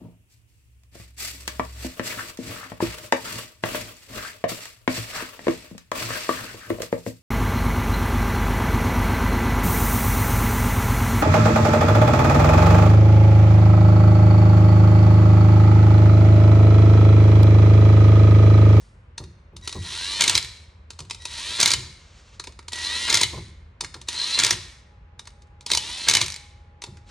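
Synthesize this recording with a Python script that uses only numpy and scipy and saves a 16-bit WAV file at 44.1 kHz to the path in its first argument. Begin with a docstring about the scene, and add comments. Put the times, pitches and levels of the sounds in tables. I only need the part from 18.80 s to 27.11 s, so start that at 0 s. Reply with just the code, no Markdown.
"""A cordless impact driver runs five bolts into a steel brake rotor and hub, close to a microphone pair.
Each time the socket clicks onto the bolt, the speed control whistles with its chopped current,
the gears wind up, and the hammer rattles on its anvil until the bolt is tight, ringing the rotor.
The hub thumps on its bench; further off, the workshop walls ring on over a low machine rumble."""
import sys
import numpy as np
from scipy import signal
from scipy.fft import rfft, irfft, next_fast_len
from scipy.io import wavfile
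from scipy.ndimage import uniform_filter1d, map_coordinates

SR = 44100
rng = np.random.default_rng(int(sys.argv[2]) if len(sys.argv) > 2 else 0)


def to_wav(sig):
    """Store sig (one row per channel, or 1-D mono) as 16-bit WAV at the path in sys.argv[1].

    Samples outside -1..1 are clipped; the rate is SR.
    """
    pcm = np.clip(np.atleast_2d(sig), -1, 1) * 32767
    pcm = np.round(pcm).astype(np.int16)
    wavfile.write(sys.argv[1], SR, pcm.T)  # frames by channels


N = 366447


def amp(db):
    """Decibels to gain."""
    return 10 ** (np.asarray(db) / 20)


def unit(x):
    """x at rms 1."""
    return x / np.sqrt(np.mean(x ** 2) + 1e-20)


def along(points, hz):
    """Read (f/Hz, value) points on a log frequency axis."""
    f, values = np.transpose(points)
    return np.interp(np.log(hz + 1), np.log(f + 1), values)


def wobble(rate, size):
    """A smooth random curve, rate knots a second."""
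    knots = rng.standard_normal(int(size * rate / SR) + 4)
    steps = np.arange(0, len(knots) - 1, .125)
    return np.interp(np.arange(size) * rate / SR, steps, map_coordinates(knots, [steps]))


def filtered(x, response):
    """x times a complex response of frequency."""
    n = x.shape[-1]
    padded = next_fast_len(n + 4096, True)
    return irfft(rfft(x, padded) * response(np.fft.rfftfreq(padded, 1 / SR)), padded)[..., :n]


def through_body(x, spectrum):
    """x through a minimum-phase body with this (f/Hz, level/dB) spectrum."""
    def response(hz):
        cepstrum = irfft(np.log(amp(along(spectrum, hz)) + 1e-6))
        half = len(cepstrum) // 2
        return np.exp(rfft(np.r_[cepstrum[0], 2 * cepstrum[1:half], np.zeros(half)]))
    return filtered(x, response)


def resonate(x, modes):
    """x through (f/Hz, width/Hz, level/dB) resonances; little of their ring reaches the top treble."""
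    def response(hz):
        body = sum((-1) ** k * amp(db) * 1j * hz * width / (f * f - hz * hz + 1j * hz * width)
                   for k, (f, width, db) in enumerate(modes))
        return body / (1 + (hz / 10500) ** 12)
    return filtered(x, response)


def noise(spectrum, size):
    """Coloured noise of rms 1."""
    return unit(filtered(rng.standard_normal(size), lambda hz: amp(along(spectrum, hz))))


def gate(t, start, stop, fade):
    """1 between start and stop, with sloping edges."""
    return np.clip(np.minimum(t - start, stop - t) / fade, 0, 1)


def add(track, s, x):
    """Mix x into the track at s seconds."""
    part = track[max(round(s * SR), 0):][:len(x)]
    part += x[:len(part)]


# Machines at the back of the shop: f/Hz, level/dB
RUMBLE = [(25, -15), (50, 0.5), (76, -0.5), (100, -4.5), (150, -13.5), (215, -19), (280, -25.5), (560, -24),
          (700, -31), (1000, -28), (2400, -36), (8000, -64.5), (11000, -105)]

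def machines(rumble_db=-49.5, hum_hz=79, hum_db=-54):
    """Machines rumble and hum; the bass reaches both microphones alike, the rest spreads wide."""
    t = np.arange(N) / SR
    mid = amp(rumble_db) * noise(RUMBLE, N)
    spread = [(90, -39.5), (250, -11), (1000, -.5)]  # f/Hz, level/dB
    side = filtered(amp(rumble_db) * noise(RUMBLE, N), lambda hz: amp(along(spread, hz)))
    hum_level = np.sqrt(2) * amp(hum_db + 3.2 * wobble(1.2, N))
    hum = hum_level * np.sin(2 * np.pi * hum_hz * t + .5 * wobble(8.1, N))
    return mid + hum + np.array([side, -side])


def fading_room(level_db=-58.5, t60=.66):
    """Gear noise from the bolt before dies away between the walls."""
    return amp(level_db - 60 * np.arange(N) / SR / t60) * noise(GEAR_RASP, N)


# The disc's hollow clang under each contact: f/Hz, level/dB
DISC_CLANG = [(100, -21.5), (380, 0), (650, -12.5), (950, 0.5), (1500, 1.5), (2200, 5), (3200, -6),
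              (8000, -22.5), (12000, -55)]

def steel_hits(rows, spectrum, modes, lead_s, crack_t60, chatter_db, chatter_t60, ring_db, clang_db):
    """Steel on steel: a brief scrape up to a hard crack, loose parts chatter, the struck part rings."""
    out, t = np.zeros(N), np.arange(SR // 8) / SR - .012
    after = np.maximum(t, 0)
    rise = amp(60 * np.minimum(t, 0) / lead_s)
    decay = amp(-60 * after / crack_t60) + amp(chatter_db - 60 * after / chatter_t60)
    force = rise * decay * rng.standard_normal((len(rows), len(t)))
    cracks = through_body(force, spectrum)
    rings = resonate(force, modes)
    clangs = through_body(force, DISC_CLANG)
    for (s, db, *extra_clang_db), crack, ring, clang in zip(rows, cracks, rings, clangs):
        hit = crack + amp(ring_db + 2 * rng.standard_normal()) * ring
        loudest = np.sqrt(np.max(uniform_filter1d(hit ** 2, size=88)))  # rms over 2 ms
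        hit += amp(clang_db + sum(extra_clang_db)) * clang
        add(out, s + t[0] + .0016, amp(db) * hit / loudest)  # the crack follows first touch
    return out


# The socket meets the bolt head, slips on or takes up its play: t/s, level/dB, extra clang/dB
SOCKET_CLICKS = [(.379, -19, 2.5), (.765, -28, -9.5), (.875, -15, 0), (.893, -23, -6), (0.926, -20, 0),
                 (2.104, -24.5, 5.5), (2.19, -23.5, -3), (2.203, -24.5, 3), (2.298, -23, 2),
                 (2.308, -14, -14.5), (2.346, -26.5, -1), (2.453, -15, -10), (3.597, -18, 5.5),
                 (3.639, -26, -2), (3.671, -25, 6.5), (3.79, -32.5, 19), (3.882, -21.5, -2),
                 (3.92, -24.5, -4), (3.931, -16, -10), (5.008, -12.5, 4), (5.045, -21, 12),
                 (5.142, -25, 11), (5.214, -27.5, -8), (5.285, -11, -20.5), (6.393, -23, 4),
                 (6.472, -29.5, 9), (6.62, -42.5, 0.5), (6.808, -32.5, -6), (6.863, -15, -14),
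                 (6.901, -15, 9), (8.019, -22.5, -3), (8.038, -20.5, 4), (8.17, -41.5, 15)]
# Its crack, close up: f/Hz, level/dB
SOCKET_CRACK = [(120, -39), (200, -13.5), (397, -1.5), (711, -13.5), (984, -1.5), (1640, -10.5), (2160, 4),
                (3260, 1.5), (3620, 8), (5360, 5), (9440, -3.5), (12000, -34.5), (15600, -65.5),
                (22000, -120)]
# Its loose clink: f/Hz, width/Hz, level/dB
SOCKET_MODES = [(975, 51, -3), (2300, 90, -3), (4190, 40, 6.5), (3944, 89, -0.5), (4530, 19, -8),
                (5250, 160, -10), (5600, 600, -11), (6770, 25, -3.5), (7080, 23, -11), (8900, 24, -7)]

def socket_clicks(rebound_s=.032, rebound_db=-16.5):
    """The socket clicks on the bolt head and drops back lightly for a second touch."""
    rebounds = [(s + rebound_s * rng.uniform(.47, 1.9), db + rebound_db, clang_db)
                for s, db, clang_db in SOCKET_CLICKS]
    return steel_hits([*SOCKET_CLICKS, *rebounds], SOCKET_CRACK, SOCKET_MODES, lead_s=.007,
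                      crack_t60=.016, chatter_db=-19, chatter_t60=.09, ring_db=3, clang_db=-9)


# The workshop around the microphones: f/Hz, t60/s
WALL_DECAY = [(100, .4), (500, 0.77), (2000, 0.77), (5000, 0.61), (9000, 0.55), (14000, 0.42)]

def workshop(x, side_db=-7, early_db=13, early_t60=.049):
    """Bench and clutter nearby answer at once, the walls ring on, longest in the midrange."""
    hz, t, spectra = signal.stft(rng.standard_normal((2, int(SR * .9))), SR, nperseg=256)
    decay = amp(-60 * t / along(WALL_DECAY, hz)[:, None]) + amp(early_db - 60 * t / early_t60)
    tail = signal.istft(spectra * decay, SR, nperseg=256)[1]
    tail = np.pad(tail / np.linalg.norm(tail[0]), ((0, 0), (130, 0)))  # arrives 3 ms late
    mid, side = signal.fftconvolve(x[None], tail, axes=1)[:, :N]
    return np.array([mid + amp(side_db) * side, mid - amp(side_db) * side])


# The hub is pushed on the bench: t/s, level/dB, extra knock/dB
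HUB_PUSHES = [(.397, -25, -12.5), (.726, -29.5, -19), (.948, -20, -10.5), (2.197, -31, -11.5),
              (2.96, -25, -20), (3.669, -39.5, 0), (4.529, -22.5, -9), (4.569, -22.5, -12),
              (5.022, -34, -4.5), (5.151, -36, -4.5), (6.92, -29, -5.5), (8.068, -30, -16)]
# The bench's dull thud: f/Hz, level/dB
BENCH_THUD = [(21, -40.5), (35, -25), (63, -3.5), (81, 3.5), (190, -10.5), (269, -25.5), (361, -12.5),
              (400, -22.5), (520, -51), (880, -120)]
# The woody knock on top: f/Hz, level/dB
BENCH_KNOCK = [(120, -13.5), (200, 0.5), (380, 10), (700, -2), (1050, 5.5), (1500, -22.5), (4000, -43.5)]

def hub_thumps(thud_db=-7.5, thud_t60=.51, knock_db=3.5, knock_t60=.11, recoil_s=.14):
    """The hub rocks on the bench when pushed, and from the torque just after each bolt seats."""
    out, t = np.zeros(N), np.arange(SR // 3) / SR
    attack = 1 - np.exp(-t / .009)
    recoils = [(seated + recoil_s, -26, -15.5) for _, _, seated, *_ in BOLT_RUNS]
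    for s, db, extra_knock_db in [*HUB_PUSHES, *recoils]:
        thud = amp(thud_db - 60 * t / thud_t60) * noise(BENCH_THUD, len(t))
        knock = amp(knock_db + extra_knock_db - 60 * t / knock_t60) * noise(BENCH_KNOCK, len(t))
        add(out, s, amp(db) * (thud + knock) * attack)
    return out


# The driver at the bench, a row a bolt: motor and switching tone first heard t/s,
# wind-up curve begins t/s, bolt seated t/s, trigger released t/s, free gear mesh f/Hz,
# gear level/dB, switching tone level/dB
BOLT_RUNS = [(.82, 1.0, 1.39, 1.59, 650, -26, -57), (2.395, 2.455, 2.782, 2.945, 770, -27.5, -56),
             (3.915, 3.89, 4.272, 4.44, 770, -25, -41), (5.27, 5.245, 5.57, 5.735, 770, -26, -56),
             (6.86, 6.835, 7.265, 7.445, 560, -28, -62)]
# The switching tone's 2nd and 3rd harmonics: level/dB
SWITCH_OVERTONES = [-48.5, -56.5]

def speed_control(switch_hz=1929):
    """The chopped motor current sings at one pitch from the motor's first sound until the bolt seats."""
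    out = np.zeros(N)
    for sound_starts, _, seated, *_, tone_db in BOLT_RUNS:
        t = np.arange(int(sound_starts * SR), int(seated * SR)) / SR
        tone = sum(amp(db + 1.9 * wobble(25, len(t))) * np.sin(2 * np.pi * k * switch_hz * t)
                   for k, db in enumerate([tone_db, *SWITCH_OVERTONES], 1))
        add(out, sound_starts, np.sqrt(2) * tone * gate(t, sound_starts, seated, .0076))
    return out


# How the driver's housing passes the whine: f/Hz, level/dB
HOUSING = [(300, -40), (900, -16), (1700, -12), (2600, -7.5), (3400, -1.5), (4150, 1), (4600, -7),
           (5300, -12), (7000, -21), (9000, -38), (12000, -100)]

def gear_whine(shaft, mesh_hz, odd_db=-5, scatter_db=2.8, planet_depth=.5):
    """Shaft harmonics climb through the housing's resonances; two meshes a turn favour the even ones."""
    tones = np.zeros(len(shaft))
    for k in range(3, 40):
        level = amp(odd_db * (k % 2) + scatter_db * wobble(14, len(shaft)))
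        tones += level * np.sin(k * shaft + rng.uniform(0, 2 * np.pi))
    tones *= 1 + planet_depth * np.cos(shaft / 3)  # the planet gears add sidebands
    tones *= mesh_hz / mesh_hz.max()  # the whine grows with speed
    return unit(through_body(tones, HOUSING))


# The gear teeth, close up: f/Hz, level/dB
GEAR_RASP = [(88, -43), (150, -17), (589, -17.5), (702, -23.5), (1020, -7.5), (1120, -19.5), (1630, -17),
             (1900, -9), (2500, -14), (4160, -10), (4860, -9.5), (9630, -16), (11000, -33), (12200, -83.5),
             (16000, -92.5)]

def gear_rasp(shaft, tooth_db=5, planet_db=-.5, grit_db=2.5):
    """Gritty noise pulses as the teeth mesh and the planet gears go round."""
    n = len(shaft)
    pulse_db = tooth_db * np.cos(2 * shaft) + planet_db * np.cos(shaft / 3) + grit_db * wobble(300, n)
    return unit(through_body(rng.standard_normal(n) * amp(pulse_db), GEAR_RASP))


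def mesh_rate(t, wind_up_from, seated, released, free_hz, coast_s,
              creep_hz=109.95, spin_up_s=.15, sag_hz_per_s=500):
    """The motor creeps, winds up towards its free speed, sags under the hammer and coasts down."""
    driven = free_hz - (free_hz - creep_hz) * np.exp(-np.maximum(t - wind_up_from, 0) / spin_up_s)
    sag = sag_hz_per_s * np.clip(t - seated, 0, released - seated)
    return (driven - sag) * np.exp(-np.maximum(t - released, 0) / coast_s)


# The spinning socket's main ring: f/Hz, width/Hz, level/dB
SOCKET_RING = [(4110, 90, 0)]
# It runs off centre and sings up: t/s, level/dB
SOCKET_SWELLS = [(1.22, -29), (1.32, -26.5), (4.07, -22.5), (4.17, -24), (5.38, -25.5), (5.43, -19),
                 (5.49, -31), (5.55, -15.5), (7.24, -33.5)]

def motor(coast_s=.14, jitter=.005, slack_db=-12.5, release_s=.018, swell_s=.026):
    """The gears whine and rasp, louder with speed, and go slack on release; the rasp rings the socket."""
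    out = np.zeros(N)
    for sound_starts, wind_up_from, seated, released, free_hz, level_db, _ in BOLT_RUNS:
        t = np.arange(int(sound_starts * SR), int((released + 2 * coast_s) * SR)) / SR
        mesh_hz = mesh_rate(t, wind_up_from, seated, released, free_hz, coast_s)
        mesh_hz *= 1 + jitter * wobble(150, len(t))
        shaft = np.pi * np.cumsum(mesh_hz) / SR  # angle, half a turn a mesh
        slack = np.clip((t - released) / release_s, 0, 1)
        loudness = amp(level_db + slack_db * slack) * (mesh_hz / 700) ** .97
        whine, rasp = gear_whine(shaft, mesh_hz), gear_rasp(shaft)
        gears = loudness * (amp(-4) * whine + amp(-5.2) * rasp)
        swells = sum(amp(db) * np.exp(-((t - s) / swell_s) ** 2) for s, db in SOCKET_SWELLS)
        ring = (amp(-12) * loudness + swells) * unit(resonate(rasp, SOCKET_RING))
        add(out, t[0], (gears + amp(-5) * ring) * gate(t, t[0], t[-1], .02))
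    return out


# Friction under the bolt head: f/Hz, level/dB
SEAT_GRIND = [(150, -4.5), (350, -1.5), (700, -5.5), (1000, 0.5), (1600, 2), (2200, 3), (3000, 2),
              (5000, -5), (9000, -19.5), (12000, -54.5)]

def grinding(level_db=-28, fade_db_per_s=-46.5, edge_s=.011):
    """The bolt head grinds on its seat, less as it comes to rest."""
    out, t = np.zeros(N), np.arange(SR // 3) / SR
    for _, _, seated, released, *_ in BOLT_RUNS:
        level = amp(level_db + fade_db_per_s * t + .83 * wobble(120, len(t)))
        turning = gate(t, 0, released - seated + edge_s, edge_s)
        add(out, seated, level * turning * noise(SEAT_GRIND, len(t)))
    return out


# The hardest hammer blows: t/s, level/dB
HARD_BLOWS = [(1.4084, -3), (1.4203, -6.5), (1.439, -6), (1.4784, -3.5), (1.496, -3), (1.5524, -1),
              (1.5769, -3.5), (2.8015, -5), (2.8121, -4.5), (2.829, -1), (2.858, -0.5), (2.8759, -7.5),
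              (2.9047, -9), (2.9161, -4), (2.9353, -4.5), (4.3005, -5), (4.3266, -7), (4.3424, -1.5),
              (4.3519, -5.5), (4.372, -6), (4.4128, -6.5), (4.4321, -2.5), (5.5889, -4.5), (5.5988, -5),
              (5.6353, -3.5), (5.6466, -4), (5.665, -8.5), (5.7072, -3), (6.916, -4), (6.9343, -6.5),
              (6.9491, -7.5), (6.9726, -6.5), (7.2855, 0), (7.2967, -4), (7.3113, -6), (7.3369, -4.5),
              (7.3507, -1.5), (7.369, -5), (7.414, -5)]
# The anvil's crack, close up: f/Hz, level/dB
ANVIL_CRACK = [(59, -43), (100, 1), (197, -7), (234, -18), (358, -12.5), (676, -13), (991, -5.5),
               (1130, -14), (1610, -3), (2130, 7.5), (2750, -2.5), (4020, 5), (8640, -2), (12000, -26),
               (16000, -42)]
# Rotor and hub ringing on the bench: f/Hz, width/Hz, level/dB
ROTOR_MODES = [(358, 6, -14), (845, 20, -9.5), (1023, 23, -15.5), (2105, 110, 4), (2190, 82, -36),
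               (2990, 32, 1), (2894, 55, -18), (3570, 42, -46.5), (3960, 270, -7.5), (4540, 31, -23.5),
               (4860, 38, -11.5), (5670, 62, -17.5), (5300, 33, -13.5), (6790, 240, -8.5), (8810, 56, -5.5)]

def hammer(gap_s=.017, light_db=-17.5, fade_db_per_s=-21, scatter_db=3, count=20):
    """The hammer strikes the anvil: hard blows amid a light, uneven rattle from seating to release."""
    blows = list(HARD_BLOWS)
    for _, _, seated, released, *_ in BOLT_RUNS:
        after = gap_s * (np.arange(count) + 1 + rng.uniform(0, .5, count))
        level_db = light_db + fade_db_per_s * after + scatter_db * rng.standard_normal(count)
        blows += [(s, db) for s, db in zip(seated + after, level_db) if s < released]
    return steel_hits(blows, ANVIL_CRACK, ROTOR_MODES, lead_s=.012, crack_t60=.012,
                      chatter_db=-22.5, chatter_t60=.07, ring_db=5.5, clang_db=-16)


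# Ticking inside the coasting driver: from t/s, to t/s, first level/dB
COAST_SPANS = [(1.626, 1.66, -21), (7.461, 7.57, -17.5)]

def cam_ticks(gap_s=.02, loss_db=1.2):
    """The hammer ticks evenly over its cam as the motor coasts, each tick weaker than the last."""
    ticks = [(s, db - loss_db * k) for start, stop, db in COAST_SPANS
             for k, s in enumerate(np.arange(start, stop, gap_s))]
    return steel_hits(ticks, ANVIL_CRACK, ROTOR_MODES, lead_s=.005, crack_t60=.008,
                      chatter_db=-30, chatter_t60=.03, ring_db=1, clang_db=-20.5)


# The arm moves at the bench: from t/s, to t/s, level/dB
SLEEVE_STROKES = [(3.13, 3.64, -57.5), (8.235, 8.45, -47.5)]

def sleeve(fade_s=.075):
    """A sleeve brushes with a soft hiss as the arm moves."""
    t = np.arange(N) / SR
    # f/Hz, level/dB
    cloth = [(150, -23.5), (400, .5), (1200, 2.5), (4000, 4), (7000, 0), (9500, -13.5), (11500, -42)]
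    strokes = sum(amp(db) * gate(t, start, stop, fade_s) ** 2 for start, stop, db in SLEEVE_STROKES)
    return strokes * amp(wobble(35, N)) * noise(cloth, N)


def shop_whine(hz=828, level_db=-64, start_s=5.9, rise_s=1.3):
    """A faint, wavering tone swells in the background."""
    t = np.arange(N) / SR
    swell = np.clip((t - start_s) / rise_s, 0, 1) ** .5
    level = np.sqrt(2) * amp(level_db + 2 * wobble(17, N))
    return swell * level * np.sin(2 * np.pi * hz * t + .6 * wobble(25, N))


def scene():
    """Driver, bolts and bench close up and centred, the workshop spread behind them."""
    background = machines() + fading_room() + shop_whine()
    near = amp(-8.5) * socket_clicks() + speed_control() + amp(-2.5) * motor()
    near += grinding() + amp(-7) * (hammer() + cam_ticks())
    return near + hub_thumps() + sleeve() + amp(-7.5) * workshop(near) + background


# Width of the microphone pair: f/Hz, side over mid level/dB
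PAIR_WIDTH = [(100, -30), (6000, -15), (8000, -6), (11000, 10), (16000, 26.5)]

def record(dry, ceiling=.9, top_hz=16400):
    """Two microphones, out of phase in the top treble, round off peaks and cut deep bass and the top."""
    side = filtered(dry.mean(0), lambda hz: 1j * amp(along(PAIR_WIDTH, hz)))
    pair = dry + np.array([side, -side])
    rounded = pair / (1 + (pair / ceiling) ** 10) ** (1 / 10)
    low_cut = [(15, -31.5), (42, -.5)]  # f/Hz, level/dB
    return filtered(rounded, lambda hz: amp(along(low_cut, hz)) * np.clip((top_hz - hz) / 80, 0, 1))


dry = scene()
out = record(dry)
to_wav(out)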